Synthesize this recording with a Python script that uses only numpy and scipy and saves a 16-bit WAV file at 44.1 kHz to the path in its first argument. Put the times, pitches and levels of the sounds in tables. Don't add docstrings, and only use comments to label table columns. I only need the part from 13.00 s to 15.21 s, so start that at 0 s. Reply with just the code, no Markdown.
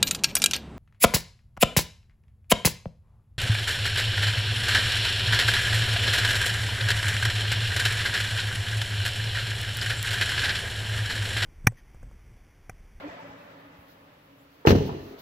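import sys
import numpy as np
from scipy import signal
from scipy.fft import rfft, irfft, next_fast_len
from scipy.io import wavfile

SR = 44100
rng = np.random.default_rng(int(sys.argv[2]) if len(sys.argv) > 2 else 0)


def wrap_up_sound(samples):
    columns = np.atleast_2d(samples).T
    tamed = np.clip(columns, -1, 1)
    steps = np.round(tamed * 32767).astype(np.int16)
    wavfile.write(sys.argv[1], SR, steps)


N = 97681
T = np.arange(N) / SR
FFT_SIZE = 2 * next_fast_len(3 * N // 4, real=True)
FREQS = np.maximum(np.arange(FFT_SIZE // 2 + 1) * SR / FFT_SIZE, 1)
PUSH_S, SNAP_S = 0.0013, 0.00094


# t/s, boom/dB, panel/dB, panel tilt/(dB per octave), metal crack/dB
BLOWS = [(1.6707, -25, -14, 1.5, -5.5), (1.683, -40, -22.5, -5, -15.5), (1.6932, -26, -32.5, 6.5, -18),
         (1.7051, -8, -13, -5, -13), (1.7159, -26.5, -25, 1, -16.5), (1.727, -36, -17.5, -4, -34),
         (1.7504, -47, -25, -3.5, -23), (1.7574, -22, -25.5, 2, -28), (1.7830, -34, -33.5, -3.5, -28)]
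# f/Hz, level/dB, T60/s
CABIN_MODES = [(96.8, -1, .21)]
PANEL_MODES = [(142, -7, .15), (158, -7, .24), (191, -5, .2), (233, -7, .2), (270, -7, .2), (305, -9, .15),
               (333, -3, .18), (373, -8, .22), (409, -8, .22), (430, -7, .17), (466, -7, .16),
               (513, -8, .13), (628, -11, .12), (665, -14, .12), (719, -15, .11), (805, -16, .09),
               (890, -19, .08)]
# f/Hz, level/dB
CRACK = [(200, 20), (500, 13), (1000, 6.5), (1700, 3.5), (2800, -5), (4500, -7), (6300, -9.5), (8500, -62),
         (14000, -18)]
THUD = [(25, -30), (50, -22), (80, -12), (150, 0), (450, -1), (750, -11), (1500, -28), (4000, -50)]

def door_blows():
    crack, thud = noise(CRACK, door_coherence()), noise(THUD, door_coherence())
    squeeze_s, lock_lag_s = .0103, .00068
    out = np.zeros((2, N))
    for t, boom_db, panel_db, tilt_db, crack_db in BLOWS:
        tilted_modes = [(hz, db + tilt_db * np.log2(hz / 300), t60) for hz, db, t60 in PANEL_MODES]
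        panel = ring(tilted_modes, t, PUSH_S) + undb(-3.5) * thud * strike(t, PUSH_S, t60=.055)
        out += undb(boom_db) * ring(CABIN_MODES, t - squeeze_s, squeeze_s)
        out += undb(panel_db) * panel
        out += undb(crack_db) * crack * strike(t + lock_lag_s, SNAP_S, t60=.045)
    return out


# f/Hz, level/dB, T60/s
TOUCH_MODES = [(447, 0, .075), (385, -14, .05), (899, -9, .08), (1400, -23, .04)]

def latch_touch(start=1.6506):
    scuff = noise([(100, -31), (500, 1.5), (1500, 5), (3000, -26), (8000, -44.5)], door_coherence())
    knock = ring(TOUCH_MODES, start, attack=.0034)
    return undb(-12) * knock + undb(-29) * scuff * strike(start, PUSH_S, t60=.07)


# t/s, snap/dB, lock ring/dB
CLACKS = [(1.6716, -7.5, -16.5), (1.6777, -21, -40), (1.6838, -15, -34), (1.6950, -23, -38),
          (1.7060, -23, -29)]
# f/Hz, level/dB, T60/s
SNAP_MODES = [(950, -3, .018), (1300, -5, .01), (1750, -3, .012), (2450, -4, .01), (2950, -4, .009)]
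LOCK_MODES = [(878, 3, .07), (1575, -3, .09), (1750, -11, .06), (2170, -13, .08), (2390, -19, .06),
              (2593, -7, .07), (2744, -5.5, .075), (2834, -4.5, .075), (2914, -13, .05), (3225, -19, .12),
              (3580, -18, .12), (4414, -20, .13)]

def latch_clacks():
    return sum(undb(snap_db) * ring(SNAP_MODES, t, SNAP_S) + undb(lock_db) * ring(LOCK_MODES, t, SNAP_S)
               for t, snap_db, lock_db in CLACKS)


# f/Hz, level/dB
RATTLE = [(700, 11), (2000, 4), (4000, 9), (6200, 0), (8000, -13), (10000, -13.5), (12000, -10.5),
          (15000, -4)]

def lock_rattle(ticks_per_s=1100):
    ticks = (rng.random(N) < ticks_per_s / SR) * rng.standard_normal((2, N))
    rattle = unit(shape(ticks, undb(read(RATTLE, FREQS))))
    return undb(-28.5) * rattle * strike(1.661, attack=.0083, t60=.067, hold=.045)


# f/Hz, left minus right level/dB, coherence (0-1)
PORTS = [(100, 2, 0.74), (410, -2, 1), (700, 0.5, 0.77), (1210, 5, 0.33), (2520, 1, 0), (4900, 1.5, 0.4),
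         (8000, 12, 0.1), (14000, 7.5, .1)]

def direct_sound(x):
    half_db = read(PORTS, FREQS) / 2
    return shape(x, undb([half_db, -half_db]))


def door_coherence():
    return read(PORTS, FREQS, column=2)


# f/Hz, level/dB, T60/s
WALLS = [(40, -1.5, 0.9), (92.5, -17, 0.5), (162, -6, 0.63), (282, -14, 0.6), (423, -10.5, 0.99),
         (740, -14, 0.97), (1490, -19, 0.6), (3740, -11.5, 1), (5400, -13, 1), (8950, -8, 0.92),
         (14000, -13.5, 1)]

def reverberation(x):
    scatter = noise([(20, 0), (20000, 0)], diffuse_coherence())
    log_centres, response = np.log([row[0] for row in WALLS]), 0
    for share, (_, db, t60) in zip(np.eye(len(WALLS)), WALLS):
        band = shape(scatter, np.interp(np.log(FREQS), log_centres, share))
        envelope = strike(.011, attack=.034, t60=t60)
        response += undb(db) * band * envelope / np.sqrt(np.sum(envelope ** 2))
    return signal.fftconvolve(x, response, axes=1)[:, :N]


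# delay t/s, level/dB, band centre f/Hz
ECHOES = [(.098, -13, 440), (.12, -12, 160), (.203, -19, 88), (.22, -16, 1000), (.275, -21, 340),
          (.303, -29, 100), (.385, -29, 265), (.436, -31, 400)]

def echoes(x, q=1.9):
    response = 0
    for delay, db, hz in ECHOES:
        band = 1 / (1 + 1j * q * (FREQS / hz - hz / FREQS))
        response += undb(db) * band ** 2 * np.exp(-2j * np.pi * FREQS * delay)
    return shape(x, response)


# f/Hz, level/dB
WASH = [(18, -21), (30, -44), (156, -13.5), (249, -8.5), (284, -3.5), (324, -14), (467, -8.5), (575, -4.5),
        (767, -9), (852, -7.5), (2020, -13.5), (7860, -40.5), (15500, -97)]

def wash(fade_db_per_s=15):
    fading = undb(-43 - fade_db_per_s * T)
    returning = undb(-52.5) * np.clip((T - 1.58) / .15, 0, 1)
    return flicker(noise(WASH, diffuse_coherence())) * (fading + returning) * undb(.5 * walk(35))


# f/Hz, level/dB
AIR = [(18, -31), (30, -15), (152, -2.5), (243, -11.5), (284, 3.5), (332, -14), (575, -5.5), (622, -11),
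       (673, -14), (897, -12), (1640, -16.5), (2990, -18.5), (15500, -49.5)]
HISS = [(6000, -49), (10000, -17.5), (13000, -12), (15500, -10.5)]

def air():
    return noise(AIR, diffuse_coherence()) * undb(-57) + noise(HISS, 0) * undb(-70.5 + 2.3 * walk(27))


# f/Hz, level/dB
HUM_PARTIALS = [(108, -64), (167, -61), (574, -60), (840, -65.5), (1165, -69), (1735, -64), (1990, -67)]
# t/s, level/dB
HUM_SWELLS = [(.18, -63), (.31, -56), (.5, -63), (.72, -57), (.98, -60), (1.25, -69), (1.36, -60),
              (1.52, -59), (1.62, -67)]

def machine_hum(main_hz=281, waver_hz=4.24, fade_db_per_s=14):
    partials = 0
    for hz, db in HUM_PARTIALS:
        level_db = db + 1.1 * walk(9.8) - fade_db_per_s * (T - .5)
        partials += undb(level_db) * tone(hz + waver_hz * walk(39))
    main_db = np.interp(T, *np.transpose(HUM_SWELLS))
    return partials + undb(main_db) * tone(main_hz + waver_hz * walk(37))


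# t/s, duration/s, f/Hz, level/dB
HOOTS = [(0.023, 0.074, 296, -33.5), (0.032, 0.026, 563, -33.5), (0.118, 0.0373, 667, -41.5),
         (0.237, 0.037, 571, -39), (0.405, 0.027, 2594, -55.5), (.001, 0.018, 2164, -49),
         (.066, .03, 2430, -52), (0.085, 0.028, 867, -42), (0.103, 0.033, 1944, -46.5),
         (0.155, .038, 710, -44), (0.184, .034, 880, -42.5), (0.286, 0.055, 833, -46.5),
         (0.319, .034, 1730, -48.5), (0.475, 0.039, 589, -48.5)]

def hoot(start, length, hz, db):
    rise = .8 * np.clip(T - start - length / 2, -length, length)
    return undb(db) * swell(start, length) * tone(hz * (1 + rise + .0121 * walk(86)))


# t/s, level/dB
BUMPS = [(0.086, -43), (.297, -44), (0.787, -41)]

def bumps(hz=83.5, t60=.066):
    return sum(ring([(hz, db, t60)], t, attack=.004) for t, db in BUMPS)


# t/s, duration/s, level/dB
RUSTLES = [(.47, 0.094, -68), (0.855, 0.11, -59.5), (1.41, 0.3, -67), (1.843, 0.059, -49),
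           (1.9, 0.35, -58.5), (2.174, 0.047, -50.5)]
# f/Hz, level/dB
RUSTLE_SPECTRUM = [(500, -41), (2000, -10), (4200, 0.5), (7000, -12.5), (9000, -27), (11500, -9),
                   (14500, -3.5)]

def rustles():
    return noise(RUSTLE_SPECTRUM, 0) * sum(undb(db) * swell(t, length) for t, length, db in RUSTLES)


def squeak(start=1.375, length=.055, rise_hz_per_s=55000):
    hz = 5700 + rise_hz_per_s * np.clip(T - start, 0, length) + 300 * walk(900)
    return undb(-73) * swell(start, length) * tone(hz)


def undb(db):
    return 10 ** (np.asarray(db) / 20)


def unit(x):
    return x / np.sqrt(np.mean(x ** 2))


def read(table, hz, column=1):
    rows = np.array(table, float)
    return np.interp(np.log(hz), np.log(rows[:, 0]), rows[:, column])


def shape(x, gain):
    return irfft(rfft(x, FFT_SIZE) * gain)[..., :N]


def noise(spectrum, coherence):
    mid, side = rng.standard_normal((2, N))
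    gain = undb(read(spectrum, FREQS))
    mid = shape(mid, gain * np.sqrt(1 + coherence))
    side = shape(side, gain * np.sqrt(1 - coherence))
    return unit(np.array([mid + side, mid - side]))


def diffuse_coherence(corner_hz=650):
    return 1 / (1 + (FREQS / corner_hz) ** 3)


def strike(start, attack, t60, hold=0):
    decay_s = np.maximum(T - start - attack - hold, 0)
    return np.clip((T - start) / attack, 0, 1) * undb(-60 * decay_s / t60)


def swell(start, length):
    return np.sin(np.pi * np.clip((T - start) / length, 0, 1)) ** 2


def ring(modes, start, attack):
    age = np.maximum(T - start, 0)
    vibration = sum(undb(db - 60 * age / t60) * np.cos(2 * np.pi * hz * (age - attack / 2))
                    for hz, db, t60 in modes)
    return np.minimum(age / attack, 1) * vibration


def tone(hz):
    return np.sin(2 * np.pi * np.cumsum(hz) / SR)


def walk(rate_hz):
    return unit(shape(rng.standard_normal(N), np.exp(-(2 * FREQS / rate_hz) ** 2)))


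def flicker(x, bands=36, depth_db=2.2, steps_per_s=22):
    band_index = np.interp(np.log(FREQS), np.log([250, 5000]), [0, bands - 1])
    steps, out = int(N / SR * steps_per_s) + 2, 0
    for k in range(bands):
        level_db = depth_db * np.interp(T * steps_per_s, np.arange(steps), rng.standard_normal(steps))
        out += shape(x, np.maximum(1 - abs(band_index - k), 0)) * undb(level_db)
    return unit(out)


def scene():
    door = door_blows() + latch_touch() + latch_clacks() + lock_rattle()
    radiation = signal.butter(3, 62, "high", fs=SR, output="sos")
    slam = signal.sosfilt(radiation, door)
    slam_and_walls = direct_sound(slam) + reverberation(slam) + echoes(slam)
    background = wash() + air() + machine_hum() + sum(hoot(*row) for row in HOOTS)
    left, right = slam_and_walls + background + bumps() + rustles() + squeak()
    lag_s = .00039 / (1 + (270 / FREQS) ** 2)
    return np.array([shape(left, np.exp(-2j * np.pi * FREQS * lag_s)), right])


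def record(dry):
    return signal.sosfilt(signal.ellip(10, .1, 80, 15700, fs=SR, output="sos"), np.tanh(dry))


dry = scene()
out = record(dry)
wrap_up_sound(out)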